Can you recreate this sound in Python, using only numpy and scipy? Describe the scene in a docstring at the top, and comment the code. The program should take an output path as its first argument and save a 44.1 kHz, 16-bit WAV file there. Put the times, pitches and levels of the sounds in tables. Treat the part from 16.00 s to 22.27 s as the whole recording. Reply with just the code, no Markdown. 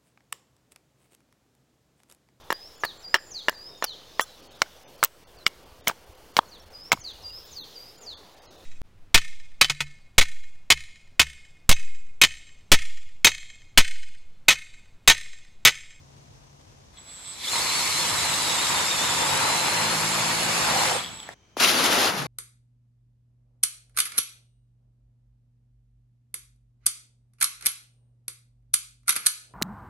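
"""Outdoor air, insects, a far rumble and a low tone come first, all made of shaped noise and a sine.
Then a cordless drill with a hole saw (a toothed cup) starts, cuts a plastic panel on a garage floor and stops.
Its motor sings as sines around a switching tone, its gears whine on a moving pitch, and noise grinds the panel.
The second scene is a quieter garage corner: a tap with a falling pitch, then noise drags over gritty concrete."""
import sys
import numpy as np
from scipy import signal
from scipy.fft import rfft, irfft, next_fast_len
from scipy.io import wavfile
from scipy.ndimage import uniform_filter1d, map_coordinates

SR = 44100
rng = np.random.default_rng(int(sys.argv[2]) if len(sys.argv) > 2 else 0)


def bounce(signal):
    """Save signal as a 16-bit WAV file at the path given by the first command-line argument."""
    frames = np.transpose(np.atleast_2d(signal))
    limited = np.clip(frames, -1, 1)
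    pcm = np.round(limited * 32767).astype(np.int16)
    wavfile.write(sys.argv[1], SR, pcm)


N = 276418

EDIT_S = 5.343  # the second scene begins
TOP_HZ = 15780  # nothing sounds above this

# Colour of the air at the open door, middle and side: (f/Hz, relative level/dB)
DOOR = [(15, -40), (25, 6), (123, -1), (401, -12), (949, -14.5), (1380, -21.5), (4910, -22.5),
        (5930, -20.5), (12900, -38), (15600, -69)]
DOOR_SIDE = [(15, -60), (25, -46), (140, -20), (282, -22), (786, -18), (1760, -29.5), (6090, -30),
             (11900, -50), (15600, -39)]
# Colour of the insects: (f/Hz, relative level/dB)
INSECTS = [(4600, -41), (5200, -1), (6000, 0), (6700, 1), (7200, -42)]
# A low tone from outside: (t/s, f/Hz, level/dB)
DRONE = [(0.0, 138.6, -55.5), (0.698, 141.4, -60.5), (0.874, 135, -63), (0.93, 127, -78)]

# Strength of the drilling noise: (t/s, gear rush level/dB, panel grind level/dB)
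DRILL = [(.93, -67, -64), (1.13, -53, -57), (1.37, -46, -53), (1.49, -31.5, -49), (1.53, -28.5, -49),
         (1.536, -28.5, -35.5), (1.69, -28, -36.5), (3.45, -28.5, -28.5), (4.51, -29, -29),
         (4.86, -26.5, -26), (4.98, -33.5, -31.5), (5.0, -38, -34), (5.08, -46.5, -43), (5.34, -58.5, -54)]
# Colour of the gear rush, middle and side: (f/Hz, relative level/dB)
GEARS = [(710, -9.5), (1200, -0.5), (1490, -8), (2100, -1.5), (3150, -4.5), (4130, 0), (4900, -1.5),
         (6010, -6.5), (7530, -0.5), (9230, -11), (10800, -7), (13200, -18.5), (14000, -43), (14600, -81)]
GEARS_SIDE = [(710, -30), (1200, -8.5), (3020, -3), (4550, -1), (5880, -0.5), (7610, -9.5), (8850, -4),
              (11000, -19), (12300, -42), (14000, -8), (15600, -27)]
# Colour of the panel grind, middle and side: (f/Hz, relative level/dB)
PANEL = [(18, -48), (30, -23), (76, -20), (97, -11.5), (157, -8), (191, -14), (227, -10.5), (410, -10.5),
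         (530, -8), (606, -8.5), (908, -3.5), (1170, -5.5), (3000, -11.5), (3900, -18), (6600, -120)]
PANEL_SIDE = [(18, -64.5), (30, -40), (160, -12), (315, -6), (794, 0), (1240, -1), (3000, -3), (3900, -31),
              (6600, -120)]
# The panel's boom: (t/s, f/Hz, width/Hz, level against grind/dB, lower mode level against grind/dB)
BOOM = [(1.5, 959, 279.7, -2.5, -21), (3.06, 960, 260.5, -12, -21), (3.2, 915, 169.7, -3.5, -17),
        (3.72, 915, 240, -8, -23), (3.9, 889, 120.2, -8, -15), (4.58, 912.4, 129.2, -13, -22),
        (4.67, 800, 330, -6, -13), (4.97, 798, 328.5, -3.5, -8)]
# The panel shakes until the cup seats: (t/s, level/dB before a fixed cut)
SHUDDER = [(1.5, -61), (1.57, -44), (1.85, -52), (2.28, -35), (2.34, -50), (2.9, -66), (2.98, -51),
           (3.7, -61)]
# The freed panel rocks on the floor: (t/s, level/dB)
ROCKING = [(4.95, -54), (5.12, -49), (5.25, -60), (5.34, -57)]
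LOW_MODE_HZ = 521
LEAD_S = 4.5e-5  # the panel reaches the left channel this much sooner

# The cup's own ringing modes: (f/Hz, width/Hz, level/dB)
CUP_MODES = [(1024, 140, -14), (2230, 490, -7.5), (3450, 360, -1), (3980, 810, -1)]
# The cup shakes harder: (t/s, extra level/dB)
JOLTS = [(.984, 12), (1.1, 6.8)]
JOLT_S = 0.031  # rise time, and fall time, of a jolt
RATTLE_DB = -4.5  # the free cup against the gear rush

# The motor: (t/s, commutation f/Hz before wavering, sideband level/dB before fades)
MOTOR = [(.955, 17, -74), (.99, 55, -50), (1.04, 85, -62), (1.09, 120, -53), (1.12, 180, -52),
         (1.3, 230, -49), (1.41, 260, -57), (1.52, 1040, -44), (2.3, 1020, -44), (2.85, 903, -46),
         (3.2, 931, -46), (3.6, 1019, -46), (4.1, 1064, -46), (4.6, 1081, -45), (4.84, 1048, -46),
         (4.9, 870, -47), (4.95, 770, -41), (4.99, 560, -43), (5.01, 95, -47), (5.1, 36, -55),
         (5.2, 36, -48.5), (5.26, 25, -53.5), (5.34, 9.5, -74)]
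# How the channels share the motor's song: (f/Hz, left lead/rad, left over right/dB)
MOTOR_STEREO = [(7000, -.5, -1), (7800, -.5, -1), (8400, -.4, -8), (8800, 2.8, -9)]
# Planet-gear hum: (multiple of the planet-gear rate, relative level/dB)
HUM = [(2, -10), (3, -5), (4, -9), (6, -11)]
# Strength of that hum: (t/s, level/dB)
HUM_LEVEL = [(1.5, -60), (1.94, -57), (2.02, -43), (2.3, -44.5), (2.86, -50), (3.3, -41), (3.67, -45),
             (3.85, -36.5), (4.6, -37.5), (4.95, -47)]
SWITCH_HZ = 7780
TURNS_PER_HUM = 19.3  # commutation rate over planet-gear rate
FAST_HZ = 340  # above this commutation rate the fades begin
LOWER_LOSS_DB, OTHERS_LOSS_DB, CARRIER_DB = 2, 13, -5
BRAKE_LOSS_DB = 12  # the lower sideband fades while the brake acts

# Ticks of the cup as it starts and as it slows: (t/s, level/dB before a fixed boost)
TICKS = [(.972, -43), (5.014, -32), (5.038, -27), (5.046, -29), (5.061, -27), (5.079, -35), (5.089, -32),
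         (5.172, -39), (5.189, -36), (5.201, -28.5), (5.229, -33), (5.322, -45)]
TICK_HZ, TICK_T60_S = 3350, 0.012
# The garage walls' answer: (f/Hz, time to fall 60 dB/s)
WALL_DECAY = [(200, 1), (2000, 0.69), (10000, 0.019)]
# Knocks of the tool and stones cracking:
# (t/s, level/dB before a fixed cut, low ring f/Hz, high ring f/Hz, high over low ring/dB, time to fall 60 dB/s)
KNOCKS = [(.985, -33, 1020, 3300, 5, 0.01), (1.533, -2.5, 940, 2420, -4, 0.0083),
          (1.556, -9.5, 1000, 2070, 4, .012), (1.601, -12, 1240, 2190, -15, 0.0096),
          (4.99, -21, 2380, 3240, 8, 0.015), (5.29, -10, 750, 1820, -1.5, 0.0096),
          (5.575, -22, 1104, 3600, 1, 0.0045), (5.6, -18, 1500, 3360, 12, 0.0097),
          (5.632, -11, 1390, 3530, 2, 0.014), (5.646, -11.5, 1310, 2800, 19, 0.0064),
          (5.658, -13, 1400, 3000, 4, 0.0059)]

# Gear whine of the unhindered saw: (t/s, f/Hz, level/dB before fixed trims)
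WHINE = [(1.395, 1050, -44), (1.425, 1580, -38), (1.45, 2250, -37), (1.472, 3150, -35), (1.492, 3750, -33),
         (1.51, 4150, -34), (1.57, 4180, -33), (1.625, 4500, -33.5), (1.78, 4450, -33), (2.05, 4250, -34.5),
         (2.79, 3810, -35), (2.9, 3680, -36), (3.06, 3740, -35.5), (3.17, 3690, -37.5), (3.43, 3930, -38.5),
         (3.47, 4060, -34), (3.65, 4110, -34.5), (3.79, 4195, -37), (4.01, 4263, -39.5),
         (4.49, 4365, -39.5), (4.7, 4360, -37.5), (4.72, 4270, -39.5), (4.865, 4230, -37),
         (4.885, 3800, -37), (4.92, 3750, -70)]
# The teeth snag and hold the gears back: (t/s of the lowest pitch, pitch drop/Hz, time to sink/s)
SNAGS = [(1.574, 500, .012), (1.71, 400, .085), (1.815, 300, .03), (1.942, 400, .02), (2.085, 320, .06),
         (2.19, 290, .04), (2.335, 340, .05), (2.5, 250, .11), (2.575, 400, .018), (2.66, 210, .025),
         (2.757, 190, .047), (2.84, 210, .03), (3.0, 250, .045), (3.125, 250, .073), (3.235, 210, .065)]
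# Whine overtones that sweep through the housing's resonance: (multiple, relative level/dB)
SPIN_UP = [(2, -1.5), (3, -1.5)]
RECOVER_S, MESH_LEAD = .055, .3  # time to recover from a snag; left lead in radians
HOUSING_HZ, HOUSING_WIDTH_HZ, SCREECH_HZ, SCREECH_WIDTH_HZ = 3900, 800, 7600, 700

# Colour of the air in the quiet corner, middle and side: (f/Hz, relative level/dB)
CORNER = [(15, -41), (25, 5), (70, 0), (2070, -20.5), (2310, -14), (2600, -21), (6430, -26), (15600, -55)]
CORNER_SIDE = [(15, -32), (25, -1), (2800, -13), (6250, -18), (10700, -33), (15600, -20)]
# Strength of the dragging on concrete: (t/s, rumble level/dB, grit level/dB)
DRAG = [(5.568, -45, -38), (5.597, -37, -32), (5.602, -30.5, -23), (5.635, -27.5, -19.5),
        (5.67, -30.5, -20.5), (5.8, -27.5, -25.5), (5.86, -26.5, -23.5), (6.093, -26, -25),
        (6.12, -33, -34.5), (6.195, -33, -32.5), (6.268, -38.5, -41)]
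# Colour of the rumble, middle and side: (f/Hz, relative level/dB)
RUMBLE = [(24, -59), (40, -14), (130, -9.5), (242, -1.5), (341, -0.5), (800, -0.5), (2000, -7), (2600, -12),
          (4400, -120)]
RUMBLE_SIDE = [(24, -60), (40, -28), (199, -24), (285, -13), (347, -11), (813, -5), (2000, -6), (2600, -31),
               (4400, -120)]
# Colour of the grit, middle and side: (f/Hz, relative level/dB)
GRIT = [(470, -35), (800, -5), (1000, -6), (1320, 2.5), (1800, -3.5), (2740, 1.5), (4980, -1), (7230, -6.5),
        (7890, -31), (9390, -10.5), (10600, -7.5), (12700, -12), (15600, -50)]
GRIT_SIDE = [(470, -36), (800, -17), (1440, -13), (3060, -2.5), (6150, -11), (8390, -2.5), (9620, -10),
             (12000, -25), (15600, -10)]
# The load's low note: (t/s, f/Hz, level/dB)
THUD = [(5.57, 239.4, -56), (5.8, 243.8, -37), (5.9, 238.5, -56), (6.09, 221.6, -45), (6.2, 154.5, -38)]
# Tap on a thin sheet, where treble arrives first
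TAP_S, TAP_DB, TAP_T60_S = 5.5682, -16.5, 0.025
TAP_FROM_HZ, TAP_TO_HZ, TAP_FALL_S = 1750, 253, 0.00152


def amp(db):
    """Turn dB into gain."""
    return 10 ** (np.asarray(db) / 20)


def unit(x):
    """Scale to an rms of 1."""
    return x / np.sqrt(np.mean(x ** 2) + 1e-20)


def along(points, hz):
    """Read (f/Hz, value) points, joined by lines on a log frequency axis."""
    f, v = np.transpose(points)
    return np.interp(np.log(hz + 1), np.log(f + 1), v)


def curves(rows):
    """One value per sample for each column, and a gate that is open while the table lasts."""
    s, *cols = np.transpose(rows)
    t = np.arange(N) / SR
    gate = uniform_filter1d(1. * (t >= s[0]) * (t <= s[-1]), size=64)
    return [np.interp(t, s, c) for c in cols] + [gate]


def wobble(rate):
    """A smooth random curve with rate knots a second."""
    knots = rng.standard_normal(int(N * rate / SR) + 4)
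    return map_coordinates(knots, [np.arange(N) * rate / SR])


def dips(rows, rise_s):
    """Sum of three-cornered bumps from (t/s, height, build time/s), each taking rise_s to end."""
    t = np.arange(N) / SR
    return sum(size * np.interp(t, [s - lead_s, s, s + rise_s], [0, 1, 0]) for s, size, lead_s in rows)


def closeness(f, centre, width):
    """A resonance as a gain: 1 at the centre, falling steeply beyond the width."""
    return np.exp(-np.clip(np.abs(f - centre) / width, 0, 4) ** 4)


def filtered(x, response):
    """Shape x by a response that depends on frequency."""
    m = next_fast_len(N + SR // 2)
    return irfft(rfft(x, m) * response(np.fft.rfftfreq(m, 1 / SR)), m)[..., :N]


def tone(hz, lead=0):
    """A stereo sine of rms 1 that follows a pitch curve, the left channel ahead by lead radians."""
    phase = 2 * np.pi * np.cumsum(hz) / SR + rng.uniform(0, 2 * np.pi)
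    return np.sqrt(2) * np.sin([phase + lead / 2, phase - lead / 2])


def band(hz, width):
    """Narrow stereo noise around a moving centre: a middle of rms 1 and a half-strength side."""
    at = np.cumsum(width + np.zeros(N)) / SR
    slow = [map_coordinates(rng.standard_normal(int(at[-1]) + 4), [at], order=1) for _ in range(4)]
    phase = 2 * np.pi * np.cumsum(hz + np.zeros(N)) / SR
    m, s = (unit(a * np.sin(phase) + b * np.cos(phase)) for a, b in (slow[:2], slow[2:]))
    return np.array([m + .5 * s, m - .5 * s])


def rush(mid, side, side_db, left_db, grain_db, grain_rate, patchy_db=0):
    """Coloured stereo noise; its strength flutters at random, and patchy_db clumps it in pitch and time."""
    z = signal.stft(rng.standard_normal((2, N)), nperseg=512)[2]
    field = uniform_filter1d(rng.standard_normal(z.shape[1:]), size=3, axis=0)
    field = uniform_filter1d(field, size=6, axis=1)
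    clumped = signal.istft(z * amp(patchy_db * unit(field)), nperseg=512)[1][:, :N]
    noise = amp(grain_db * wobble(grain_rate)) * clumped
    coloured = filtered(noise, lambda hz: amp([along(mid, hz), along(side, hz)]))
    m, s = map(unit, coloured)
    return np.array([m + amp(side_db) * s, m - amp(side_db) * s]) * amp([[left_db / 2], [-left_db / 2]])


def door():
    """Steady outdoor air and insects, with a wavering far rumble and a gliding low tone that stop."""
    hz, db, on = curves(DRONE)
    air = amp(-55.5 + 0.27 * wobble(9.4)) * rush(DOOR, DOOR_SIDE, -2.7, 2.8, grain_db=-1.0, grain_rate=150)
    insects = amp(-71.5) * rush(INSECTS, INSECTS, -1.5, .5, grain_db=2.5, grain_rate=57)
    rumble = amp(-60.0 + 3.6 * wobble(5.3)) * band(110, 89.5)
    return air + insects + on * (amp(db) * tone(hz) + rumble)


def grinding():
    """Gear rush, and the teeth drumming the panel's modes; both flutter as the load shifts."""
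    gear_db, panel_db, on = curves(DRILL)
    load = wobble(8.3)
    gears = rush(GEARS, GEARS_SIDE, -2.4, 0.53, grain_db=1.0, grain_rate=1100, patchy_db=2.0)
    gears = amp(gear_db + 0.16 * load) * gears

    hz, width, boom_db, low_db, cutting = curves(BOOM)
    boom = amp(boom_db + 0.33 * wobble(36)) * band(hz, width)
    low_mode = amp(low_db) * band(LOW_MODE_HZ, 70)
    grind = amp(-1.0) * rush(PANEL, PANEL_SIDE, -2.5, 1.0, grain_db=0.5, grain_rate=430, patchy_db=1.5)
    panel = amp(panel_db + .5 * load + 1.3 * wobble(30)) * (grind + cutting * (boom + low_mode))
    panel = filtered(panel, lambda hz: np.exp([[1j], [-1j]] * hz * np.pi * LEAD_S))  # left arrives first

    shake_db, shaking = curves(SHUDDER)
    shudder = shaking * amp(shake_db - 7.0) * band(100, 70)
    rock_db, rocking = curves(ROCKING)
    rock = rocking * amp(rock_db) * band(170, 220)
    return on * (gears + shudder + rock + panel)


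def cup():
    """Noise bands ring the loose cup's modes while the saw turns slowly; one rings on in the cut."""
    gear_db, _, on = curves(DRILL)
    slow = np.clip((850 - curves(MOTOR)[0]) / 300, 0, 1)
    level_db = gear_db + RATTLE_DB + dips([(s, db, JOLT_S) for s, db in JOLTS], JOLT_S)
    ring = sum(amp(db) * band(hz, width) for hz, width, db in CUP_MODES)
    held = (1 - slow) * amp(gear_db - 17.5 + 2.3 * wobble(30.5)) * band(3480, 60)
    return on * (slow * amp(level_db + 2.3 * wobble(70)) * ring + held)


def windings():
    """Commutation puts sidebands around a switching tone that nearly cancels; planet gears hum."""
    turn, up_db, on = curves(MOTOR)
    braking = np.clip(-np.gradient(turn) * SR / 2000, 0, 1)  # how fast the rate falls
    turn = turn * (1 + 0.00605 * wobble(15))
    speed = np.clip(turn / FAST_HZ - 1, 0, 1)  # at full speed the first pair of sidebands leads
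    low_db = up_db - OTHERS_LOSS_DB * speed
    lines = [(SWITCH_HZ + turn, up_db),
             (SWITCH_HZ - turn, up_db - (LOWER_LOSS_DB + BRAKE_LOSS_DB * braking) * speed),
             (SWITCH_HZ - 2 * turn, low_db - 13),
             (SWITCH_HZ + 0 * turn, low_db + CARRIER_DB)]
    hz_at, lead, left_db = np.transpose(MOTOR_STEREO)
    sing = 0
    for hz, db in lines:
        balance = amp([[.5], [-.5]] * np.interp(hz, hz_at, left_db))
        flutter_db = (3.5 - 2 * speed) * wobble(13)
        sing = sing + amp(db + flutter_db) * tone(hz, np.interp(hz, hz_at, lead)) * balance
    # the slow planet gears hum in the panel once the shaft is up to speed
    hum = sum(amp(level + 0.51 * wobble(2.88)) * tone(k * turn / TURNS_PER_HUM) for k, level in HUM)
    fast = np.clip(turn / 300 - 2, 0, 1)
    return on * (sing + fast * amp(curves(HUM_LEVEL)[0]) * hum)


def ticks():
    """Each tick is a short gritty burst around the cup's strong treble ring."""
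    out, t = np.zeros(N), np.arange(SR // 20) / SR
    for s, db in TICKS:
        noise = rng.standard_normal((2, len(t)))
        rough = 1 + .6 * unit(uniform_filter1d(noise[0], size=30))
        hz = TICK_HZ * (1 + rng.normal(0, .03))
        ring = rough * np.sin(2 * np.pi * hz * t) + .4 * uniform_filter1d(noise[1], size=4)
        fade = amp(db + 6 - 60 * t / TICK_T60_S) * (1 - np.exp(-t / 0.001))
        out[round(s * SR):][:len(t)] += fade * ring
    return out


def garage(x):
    """Echoes as fading noise: each frequency of the walls' answer dies at its own speed."""
    hz, t, z = signal.stft(rng.standard_normal((2, SR // 2)), SR, nperseg=256)
    decay = amp(-60 * t / along(WALL_DECAY, hz)[:, None])
    tail = signal.istft(z * decay, SR, nperseg=256)[1]
    delayed = np.pad(x, (300, 0))[None]
    return signal.fftconvolve(delayed, tail / np.linalg.norm(tail[0]), axes=1)[:, :N]


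def knocks():
    """Two damped rings and a noisy crack for each blow."""
    out, t = np.zeros(N), np.arange(SR // 8) / SR
    for s, db, low_hz, high_hz, high_db, t60 in KNOCKS:
        ring = np.sin(2 * np.pi * low_hz * t) + amp(high_db) * np.sin(2 * np.pi * high_hz * t)
        fade = amp(-60 * t / t60) * (1 - np.exp(-t / 0.00062))
        crack = 0.38 * amp(-60 * t / 0.0035) * uniform_filter1d(rng.standard_normal(len(t)), size=4)
        out[round(s * SR):][:len(t)] += amp(db - 8.5) * (ring * fade + crack)
    return out


def whine():
    """Meshing gear teeth whine; the octave screeches and a rough band lies near half the pitch."""
    t = np.arange(N) / SR
    hz, db, on = curves(WHINE)
    hz = uniform_filter1d(hz - dips(SNAGS, RECOVER_S), size=300)
    strain = np.clip((4300 - uniform_filter1d(hz, size=8000)) / 500, 0, 1)  # a low pitch means heavy load
    hz = hz * (1 + (.003 + .006 * strain) * wobble(130))

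    overtones = 0
    for k, level in SPIN_UP:
        resonance = closeness(k * hz, HOUSING_HZ, HOUSING_WIDTH_HZ)
        overtones = overtones + amp(level) * resonance * tone(k * hz, MESH_LEAD)
    pitch = tone(hz, MESH_LEAD) + .45 * strain * band(hz, 130)
    pitch = closeness(hz, HOUSING_HZ, HOUSING_WIDTH_HZ + 200) * pitch
    mesh = amp(db - 1 + (1.5 + 1.3 * strain) * wobble(60)) * (pitch + overtones)

    # screech and rough band stay silent until the teeth bite
    bite = np.clip((t - 1.48) / 0.069, 0, 1)
    screech = closeness(2.04 * hz, SCREECH_HZ, SCREECH_WIDTH_HZ) * amp(db - 2.0) * band(2.05 * hz, 120)
    half_hz = .52 * uniform_filter1d(hz, size=8000)
    half_band = band(half_hz, np.interp(t, [3.5, 4.0], [340, 40]))  # it narrows late in the cut
    half = amp(db - 6.5 - 8.0 * strain + 1.5 * wobble(35)) * half_band
    return on * mesh, on * bite * (screech + half)


def chips(count=260):
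    """Teeth tear chips out of the plastic: brief dull clicks at random moments of the cut."""
    out, t = np.zeros(N), np.arange(200) / SR
    for u, size, pitch in rng.random((count, 3)):
        fade = amp(-60 * t / 0.0038) * (1 - np.exp(-t / 0.00015))
        click = np.sin(2 * np.pi * 800 * 4.5 ** pitch * t) * fade
        out[round((1.55 + 3.4 * u) * SR):][:len(t)] += amp(-24 + 9 * size) * click
    return out


def squeaks(count=45):
    """Short steady treble chirps at random moments while the teeth bite deepest."""
    out, t = np.zeros(N), np.arange(400) / SR
    for u, size, pitch in rng.random((count, 3)):
        chirp = np.sin(2 * np.pi * (10200 + 700 * pitch) * t) * np.sin(np.pi * t / t[-1]) ** 2
        out[round((3.25 + 1.2 * u) * SR):][:len(t)] += amp(-40.0 + 12.8 * size) * chirp
    return out


def corner():
    """Quiet air as coloured noise, with faint insects as two narrow noise bands."""
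    air = amp(-62) * rush(CORNER, CORNER_SIDE, -6, 1.5, grain_db=1.0, grain_rate=29)
    return air + amp(-74.0) * (band(6100, 900) + band(3100, 300))


def drag():
    """Grit crunches under the load while the load itself rumbles; stronger on the left."""
    low_db, high_db, on = curves(DRAG)
    thud_hz, thud_db, _ = curves(THUD)
    grit = rush(GRIT, GRIT_SIDE, -3.0, 2.5, grain_db=1.0, grain_rate=1000, patchy_db=1.5)
    grit = amp(high_db + 1.3 * wobble(45)) * grit
    rumble = rush(RUMBLE, RUMBLE_SIDE, -4.0, 3.3, grain_db=-1.0, grain_rate=280)
    rumble = amp(low_db + 0.47 * wobble(25)) * rumble
    return on * (grit + rumble + amp(thud_db) * band(thud_hz, 90))


def sheet_tap():
    """One full knock on a thin sheet, whose pitch falls within milliseconds."""
    out, t = np.zeros(N), np.arange(SR // 20) / SR
    cycles = TAP_TO_HZ * t + (TAP_FROM_HZ - TAP_TO_HZ) * TAP_FALL_S * (1 - np.exp(-t / TAP_FALL_S))
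    fade = amp(TAP_DB - 60 * t / TAP_T60_S) * (1 - np.exp(-t / 0.00085))
    out[round(TAP_S * SR):][:len(t)] = -fade * np.sin(2 * np.pi * cycles)
    return out


def scene():
    """The drilling, then a straight cut to the quiet corner."""
    before = np.arange(N) < EDIT_S * SR
    mesh, rough = whine()
    hits = knocks()
    near = squeaks() + chips() + ticks() + hits * before
    echo = amp(-6) * garage(amp(-5) * near + amp(-11) * mesh[0])
    drilling = door() + grinding() + cup() + windings() + rough + mesh
    drilling = drilling + near * amp([[.6], [-.6]]) + echo

    tap = hits * ~before + sheet_tap()
    quiet = corner() + drag() + tap * amp([[1.5], [-1.5]]) + amp(-13) * garage(tap)
    return np.where(before, drilling, quiet)


def record(dry):
    """The left is a little weaker near 8.5 kHz; a bass cut, and nothing above the band limit."""
    def response(hz):
        shade = amp([[-1.3], [1.3]] * np.exp(-((hz - 8500) / 1500) ** 2))
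        bass_cut = hz ** 4 / (hz ** 4 + 38 ** 4)
        return shade * bass_cut * (hz < TOP_HZ)
    return filtered(dry, response)


dry = scene()
out = record(dry)
bounce(out)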